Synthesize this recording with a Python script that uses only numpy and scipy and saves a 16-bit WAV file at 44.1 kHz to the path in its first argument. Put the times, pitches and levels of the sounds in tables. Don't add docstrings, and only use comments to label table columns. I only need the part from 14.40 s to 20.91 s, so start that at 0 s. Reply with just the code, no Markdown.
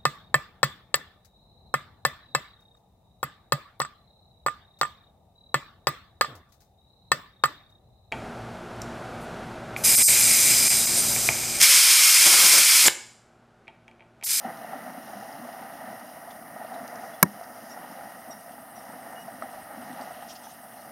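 import sys
import numpy as np
from scipy import signal
from scipy.fft import rfft, irfft
from scipy.io import wavfile
from scipy.ndimage import uniform_filter1d

SR = 44100
rng = np.random.default_rng(int(sys.argv[2]) if len(sys.argv) > 2 else 0)


def gain_from_db(level_db):
    decades = np.asarray(level_db, float) / 20
    return 10 ** decades


def generate_wav(signal):
    frames = np.transpose(np.atleast_2d(signal))
    scaled = np.clip(frames, -1, 1) * 32767
    pcm = np.round(scaled).astype(np.int16)
    wavfile.write(sys.argv[1], SR, pcm)


N = 287091
T = np.arange(N) / SR

# start in seconds, peak in dB, cavity pitch in Hz, sharpness in dB.
LEG_SLAPS = [(0.05, -18, 750, -20), (0.575, -25, 720, -16), (0.214, -24.5, 666, -16),
             (0.245, -22, 690, -18), (0.332, -20.5, 754, -14), (0.478, -24.5, 727, -35),
             (0.825, -24.5, 760, -15), (1.052, -24.5, 663, -20), (1.088, -25.5, 697, -12),
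             (1.398, -29, 820, -19), (1.225, -24.5, 760, -14), (1.528, -26, 670, -19),
             (5.675, -25, 740, -16), (1.874, -32, 660, -5), (2.163, -23.5, 686, -23),
             (2.214, -22.5, 690, -22), (2.247, -25, 683, -14), (0.77, -27, 714, -16), (4.18, -30, 784, -12),
             (3.011, -25, 675, -10), (3.375, -24, 696, -10), (3.609, -34, 760, 2), (3.899, -28, 646, -8),
             (4.5, -30, 876, -14), (5.022, -21, 670, 2.5), (5.424, -23, 703, -14), (5.592, -24.5, 813, -11),
             (5.708, -31, 684, -14), (5.825, -30, 797, -9), (6.069, -29, 840, -8)]
# start in seconds, peak in dB, cavity pitch in Hz, t60 in seconds.
FOOT_PLUNGES = [(0.051, -23.5, 231, 0.07), (0.354, -29, 258, 0.04), (0.465, -33, 254, 0.07),
                (0.576, -29, 255, 0.052), (0.754, -32, 205, 0.15), (1.018, -31.5, 244, 0.14),
                (1.44, -33, 226, 0.056), (2.43, -29, 236, 0.047), (3.292, -37, 218, 0.07),
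                (4.491, -35, 245, 0.04), (4.937, -35, 250, 0.07), (5.38, -28.5, 238, 0.1),
                (5.599, -33, 250, 0.078)]


def colour(x, points):
    hz, db = np.transpose(points)
    grid = np.maximum(np.arange(2049) * SR / 4096, 1)
    log_gain = np.log(gain_from_db(np.interp(np.log(grid), np.log(hz), db)))
    cepstrum = irfft(log_gain)
    cepstrum[1:2048] *= 2
    cepstrum[2049:] = 0
    impulse = irfft(np.exp(rfft(cepstrum)))
    return signal.fftconvolve(x, impulse)[:len(x)]


def unit(x):
    return x / np.sqrt(np.mean(x ** 2))


def walk(rate):
    hold = max(int(SR / rate), 2)
    steps = np.repeat(rng.standard_normal(2000), hold)[:N]
    return unit(uniform_filter1d(uniform_filter1d(steps, hold), hold))


def add(out, s, sound):
    i = int(s * SR)
    out[i:i + len(sound)] += sound[:N - i]


def ring(hz, t60, rise, glide=0., phase=0.):
    t = np.arange(int(t60 * SR) + 50) / SR
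    body = (1 - np.exp(-t / rise)) * np.exp(-np.log(1000) * t / t60)
    return body / body.max() * np.sin(2 * np.pi * hz * t * (1 + glide * t / t60) + phase)


def water(points, count, spread_db, tail_s, wash_db, flicker_db, flicker_rate):
    when = rng.random(count)
    size = gain_from_db(spread_db * np.minimum(rng.exponential(size=count), 3))
    hits = np.bincount((when * N).astype(int), size ** 2, N)
    power = signal.lfilter([1], [1, -np.exp(-1 / (tail_s * SR))], hits)
    shape = np.sqrt(power / power.mean() + gain_from_db(2 * wash_db))
    shape = shape * gain_from_db(flicker_db * walk(flicker_rate))
    return unit(colour(shape * rng.standard_normal(N), points))


def bubbles(count, low_hz, octaves, cycles, spread_db):
    out = np.zeros(N)
    for when, pitch, size in rng.random((count, 3)):
        hz = low_hz * 2 ** (octaves * pitch)
        bubble = ring(hz, cycles / hz, 2 / hz, glide=0.086)
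        add(out, when * N / SR, gain_from_db(spread_db * size) * bubble)
    return unit(out)


def waves(events, lead, rise, fall, gain_db):
    out = np.ones(N)
    t = np.arange(SR) / SR
    surge = (1 - np.exp(-t / rise)) * np.exp(-t / fall)
    for s, db, *_ in events:
        add(out, max(s - lead, 0), gain_from_db(2 * (db + gain_db)) * surge)
    return np.sqrt(out)


def wading():
    # time in seconds, effort in dB, throw (water flung into the air) in dB.
    strides = [(0.0, -44, -59), (1.03, -45.5, -57.5), (1.38, -45.5, -58.5), (1.68, -46.5, -59),
               (2.03, -48, -61.5), (2.23, -45, -62), (2.43, -43.5, -57.5), (2.65, -45.5, -58),
               (3.1, -47.5, -60), (3.57, -46, -58), (3.7, -46.5, -60), (4.21, -50, -62.5),
               (4.5, -46, -60.5), (5.08, -46.5, -60.5), (5.62, -43.5, -57), (5.84, -47.5, -57),
               (6.2, -51, -59.5), (6.51, -47.5, -61.5)]
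    # frequency in Hz, level in dB per Hz.
    churn_colour = [(220, -45.5), (380, -21.5), (475, -13), (567, -8.5), (678, 0), (778, -0.5), (915, -9.5),
                    (996, -10), (1080, -16), (1240, -8.5), (1660, -15.5), (1880, -8.5), (2400, -28),
                    (3120, -74), (5280, -120)]
    slosh_colour = [(65, -44), (110, -15), (247, 0), (355, -12), (400, -22.5), (520, -29), (880, -120)]
    spray_colour = [(1350, -25), (2300, -25), (2450, -5), (2890, 1.5), (3190, -4.5), (3590, -8), (4090, -6),
                    (4500, -11), (5850, -39), (9900, -120)]
    mist_colour = [(3800, -39), (4500, -9.5), (4850, 0), (5250, -1), (5700, 0), (6100, -5), (6700, -5),
                   (7300, -12), (7700, -19), (9000, -42)]

    s, effort, throw = np.transpose(strides)
    effort = np.interp(T, s, effort) + 46.5
    throw = np.interp(T, s, throw) + 59

    churn = water(churn_colour, count=900, spread_db=3.0, tail_s=0.0059, wash_db=4.0,
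                  flicker_db=1.0, flicker_rate=14.)
    slosh = water(slosh_colour, count=250, spread_db=3., tail_s=.012, wash_db=0.5,
                  flicker_db=0.6, flicker_rate=9.)
    spray = water(spray_colour, count=1500, spread_db=3.0, tail_s=0.0022, wash_db=4.0,
                  flicker_db=1.0, flicker_rate=18.)
    mist = water(mist_colour, count=2500, spread_db=3.0, tail_s=.002, wash_db=5.0,
                 flicker_db=1.35, flicker_rate=18.)

    gurgle = bubbles(count=700, low_hz=495.6, octaves=2.163, cycles=23.6, spread_db=14.5)
    blips = bubbles(count=400, low_hz=2400., octaves=.9, cycles=60., spread_db=8.)
    tinkle = bubbles(count=300, low_hz=4580.0, octaves=0.605, cycles=110.0, spread_db=7.0)
    churn += gain_from_db(-9.0) * unit(colour(gurgle, churn_colour))
    spray += gain_from_db(-14) * unit(colour(blips, spray_colour))
    mist += gain_from_db(-10.5) * unit(colour(tinkle, mist_colour))

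    wave = waves(FOOT_PLUNGES, lead=0, rise=.04, fall=0.13, gain_db=29)
    wake = waves(LEG_SLAPS, lead=0.019, rise=0.018, fall=0.043, gain_db=23.5)
    out = gain_from_db(-44.5 + effort) * wake * churn
    out += gain_from_db(-53 + 0.87 * effort) * wave * slosh
    out += gain_from_db(-62.5 + 0.24 * effort + 0.93 * throw) * wake * spray
    return out + gain_from_db(-62 + 0.89 * throw) * mist


def slaps():
    out = np.zeros(N)
    t60 = 0.039
    for s, db, hz, sharp_db in LEG_SLAPS:
        add(out, s, gain_from_db(db - 7) * ring(hz, t60, 0.00097, glide=0.088))
        add(out, s, gain_from_db(db + sharp_db - 16.5) * ring(2.86 * hz, 0.34 * t60, .001))
        add(out, s, gain_from_db(db + sharp_db - 7.0) * ring(1.886 * hz, 0.5 * t60, 0.0011))
    return out


def plunges():
    out = np.zeros(N)
    for s, db, hz, t60 in FOOT_PLUNGES:
        add(out, s, gain_from_db(db - 7.5) * ring(hz, t60, 0.0073, glide=0.018))
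    return out


def drops():
    # start in seconds, peak in dB, centre in Hz, nearness as top octave level in dB.
    flung = [(0.1715, -38, 5080, -11), (0.9263, -36, 5120, -11), (1.1273, -41, 5430, -14),
             (1.5494, -50, 4200, -3), (1.5963, -38, 5160, -9), (1.9086, -37, 4610, -12),
             (2.4772, -29, 5630, 0), (2.5561, -34, 5760, -10), (3.038, -37.5, 5110, -11),
             (5.023, -42, 5280, -11), (5.5288, -38, 3040, -9), (5.612, -35, 4810, -17),
             (5.8227, -37, 3060, -8), (5.8873, -38, 5530, -17), (5.9104, -38, 5500, -16),
             (5.9546, -36, 4760, -18), (6.418, -40.5, 5210, -10)]
    out = np.zeros(N)
    t = np.arange(2000) / SR
    decay = np.exp(-np.log(1000) * t / 0.02)
    for s, db, hz, top_db in flung:
        points = [(.4 * hz, -24), (.8 * hz, -9), (hz, 0), (1.2 * hz, -8),
                  (7700, -22), (9000, top_db - 8), (15000, top_db - 12)]
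        tick = colour(rng.standard_normal(len(t)) * decay, points)
        add(out, s, gain_from_db(db - 5.5) * tick / np.abs(tick).max())
    return out


def showers():
    # start in seconds, length in seconds, level in dB, centre in Hz.
    sheets = [
        (5.878, 0.061, -50, 5700),
        (5.945, 0.035, -53, 5100),
        (6.025, 0.055, -57, 6000),
        (6.07, 0.064, -59, 6300),
        (2.33, 0.034, -58, 3900),
        (4, 0.031, -67, 2600),
        (4.116, 0.0086, -59, 3300),
        (1.9, .025, -57, 3600),
    ]
    out = np.zeros(N)
    for s, length, db, hz in sheets:
        chance = rng.standard_normal((2, int(length * SR)))
        grain = uniform_filter1d(gain_from_db(7.5 * np.clip(chance[0], -2, 2)), size=40)
        grain = grain * np.sqrt(np.hanning(chance.shape[1]))
        points = [(.35 * hz, -25), (.55 * hz, -4), (.75 * hz, -14), (hz, 0), (1.12 * hz, -11),
                  (7000, -10), (7800, -20), (9000, -30)]
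        add(out, s, gain_from_db(db) * unit(colour(grain * chance[1], points)))
    return out


def knock():
    # pitch in Hz, level in dB, t60 in seconds, build-up in seconds.
    modes = [(180, -11.5, 0.062, 0.0025), (205, -34, 0.27, 0.018), (250, -31, 0.11, 0.011),
             (316, -29, 0.096, 0.0064), (380, -24, 0.07, 0.0019), (545, -32, 0.038, .002),
             (640, -13, 0.02, 0.0016), (970, -20.5, 0.047, .002), (1083, -6.5, 0.017, 0.0021),
             (1310, -9, 0.017, 0.0015), (1627, -6, 0.016, 0.00087), (1850, -41, 0.17, 0.0076),
             (2230, -12, 0.016, 0.0011), (2760, -19, 0.012, 0.00072), (5105, -12.5, 0.01, .002),
             (5850, -22.5, 0.016, 0.0022), (6730, -17.5, 0.01, .001), (8650, -51, 0.14, .003),
             (8920, -7.5, 0.011, 0.00069), (9740, -0.5, 0.0036, 0.00034), (11870, -4, 0.0064, 0.0017)]
    # frequency in Hz, level in dB.
    crack_colour = [(60, -40), (400, -23), (2000, -13), (3500, -12), (5000, -2.5), (7400, -11.5),
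                    (9500, -3), (13000, 4), (16000, -10)]
    blow_s, thump_lead_s = 2.8278, 0.0011
    out = np.zeros(N)
    add(out, blow_s - .0025, gain_from_db(-34) * ring(584, 0.024, .001))
    for hz, db, t60, rise in modes:
        lead = thump_lead_s if hz < 400 else 0
        add(out, blow_s - lead, gain_from_db(db) * ring(hz, t60, rise))
    add(out, blow_s - thump_lead_s, gain_from_db(-25.5) * ring(97.0, .09, .004))

    t = np.arange(8000) / SR
    chance = rng.standard_normal((2, len(t)))
    burst = (1 - np.exp(-t / .0006)) * (np.exp(-t / .0017) + gain_from_db(-45) * np.exp(-t / .011))
    add(out, blow_s, gain_from_db(6.5) * colour(burst * chance[0], crack_colour))
    rattle = colour(np.exp(-t / 0.043) * chance[1],
                    [(60, -30), (150, -4), (450, -5), (1000, -10), (3000, -53)])
    add(out, blow_s, gain_from_db(-21) * rattle)
    return colour(out, [(40, -31), (130, -1.0)])


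def birds():
    # start in seconds, length in seconds, top of strongest partial in Hz, level and upper partial in dB.
    chirps = [
        (3.292, .016, 5100, -63, 2),
        (3.302, 0.04, 5650, -52, -13),
        (3.51, 0.019, 5400, -59, -15),
        (3.906, 0.024, 5760, -46, -18),
        (3.925, 0.009, 5600, -48, -20),
        (4.351, 0.037, 5860, -56.5, -14),
        (4.388, .01, 5570, -55, -12),
        (4.793, .042, 5850, -62, -12),
    ]
    # start in seconds, length in seconds, first pitch in Hz, level in dB.
    peeps = [
        (2.731, .02, 3320, -58),
        (6.372, .018, 4130, -63),
        (6.398, .02, 4270, -64),
    ]
    # time in seconds, pitch in Hz, level in dB.
    whistle = [
        (4.752, 2810, -75),
        (4.762, 2860, -56),
        (4.782, 2890, -53),
        (4.808, 2900, -57),
        (4.83, 2920, -58),
        (4.845, 2920, -87),
    ]
    out = np.zeros(N)
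    for s, length, hz, db, upper_db in chirps:
        u = np.linspace(0, 1, int(length * SR))
        arch = hz / 3 * (1 - .34 * (u - .45) ** 2)
        phase = 2 * np.pi * np.cumsum(arch) / SR
        tone = gain_from_db(-8) * np.sin(phase) + gain_from_db(-16) * np.sin(2 * phase)
        tone += np.sin(3 * phase) + gain_from_db(upper_db) * np.sin(4 * phase)
        add(out, s, np.sqrt(2) * np.hanning(len(u)) ** 0.24 * gain_from_db(db) * tone)

    for s, length, hz, db in peeps:
        t = np.arange(int(length * SR)) / SR
        tone = np.sin(2 * np.pi * (hz + 8000 * t / 2) * t)
        add(out, s, np.sqrt(2) * gain_from_db(db) * np.sqrt(np.hanning(len(t))) * tone)

    s, hz, db = np.transpose(whistle)
    gain = np.sqrt(2) * gain_from_db(np.interp(T, s, db, left=-150, right=-150))
    out += gain * np.sin(2 * np.pi * np.cumsum(np.interp(T, s, hz)) / SR)

    trees = rng.standard_normal(6000) * np.exp(-np.arange(6000) / (0.054 * SR))
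    blur = signal.fftconvolve(out, trees / np.linalg.norm(trees))[:N]
    return out + gain_from_db(-8) * blur


def cricket():
    # time in seconds, level in dB.
    marks = [
        (3.703, -63),
        (3.903, -52),
        (4.103, -56),
        (4.826, -54),
        (5.624, -53),
        (6.131, -52),
        (6.433, -58),
    ]
    out = np.zeros(N)
    mark_s, mark_db = np.transpose(marks)
    period_s = .101
    beat = np.r_[0, np.cumsum(np.round(np.diff(mark_s) / period_s))]
    every = np.arange(beat[-1] + 1)
    t = np.arange(int(0.017 * SR)) / SR
    swell = np.hanning(len(t)) ** 0.66
    for s, db in zip(np.interp(every, beat, mark_s), np.interp(every, beat, mark_db)):
        loud, pitch = rng.standard_normal(2)
        db = db + 1 + 1. * loud
        hz = 8350 + 12 * pitch
        add(out, s - .0185, gain_from_db(db - 5) * swell * np.sin(2 * np.pi * (hz - 90) * t))
        add(out, s - .0012, gain_from_db(db) * swell * np.sin(2 * np.pi * hz * t))
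    return out


def rumble():
    # frequency in Hz, level in dB per Hz.
    rumble_colour = [(13, -48), (22, -18), (75, -11), (120, -5.5), (160, -42), (260, -120)]
    # peak time in seconds, lift in dB, half width in seconds.
    swells = [
        (0, 1, .2),
        (5.2, 6, 0.18),
        (5.83, 5, .09),
    ]
    level = -72 + sum(db * np.exp(-.5 * ((T - s) / width) ** 2) for s, db, width in swells)
    return gain_from_db(level) * unit(colour(rng.standard_normal(N), rumble_colour))


def hiss():
    # frequency in Hz, level in dB per Hz.
    hiss_colour = [(4470, -49), (7600, -26.5), (7880, -15), (8670, -1), (9100, 0.5), (11400, 2), (12000, 0),
                   (15000, -2.5), (15800, -5.5)]
    return gain_from_db(-53) * unit(colour(rng.standard_normal(N), hiss_colour))


def scene():
    # frequency in Hz, side minus mid in dB.
    port_difference = [(25, -17), (60, -2.5), (200, -26), (420, -6), (750, -35), (1000, -14), (1400, -32.5),
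                       (5500, -27), (6800, -17), (9000, -31.5), (16000, -41)]
    far = wading() + slaps() + plunges() + drops() + showers()
    far += birds() + cricket() + rumble() + hiss()
    blow = knock()
    scatter = rng.standard_normal(600) * np.exp(-np.arange(600) / 150.)
    uneven = far + gain_from_db(6) * blow
    scattered = signal.fftconvolve(uneven, scatter / np.linalg.norm(scatter))[:N]
    side = colour(scattered, port_difference)
    return np.array([far + blow + side, far + blow - side])


def band_limit(x):
    return signal.sosfilt(signal.butter(12, 15910, fs=SR, output="sos"), x)


def record(dry):
    clipped = np.clip(dry, -.95, .95)
    top_cut = signal.ellip(8, .2, 70, 15800, fs=SR, output="sos")
    return band_limit(signal.sosfilt(top_cut, clipped))


dry = scene()
out = record(dry)
generate_wav(out)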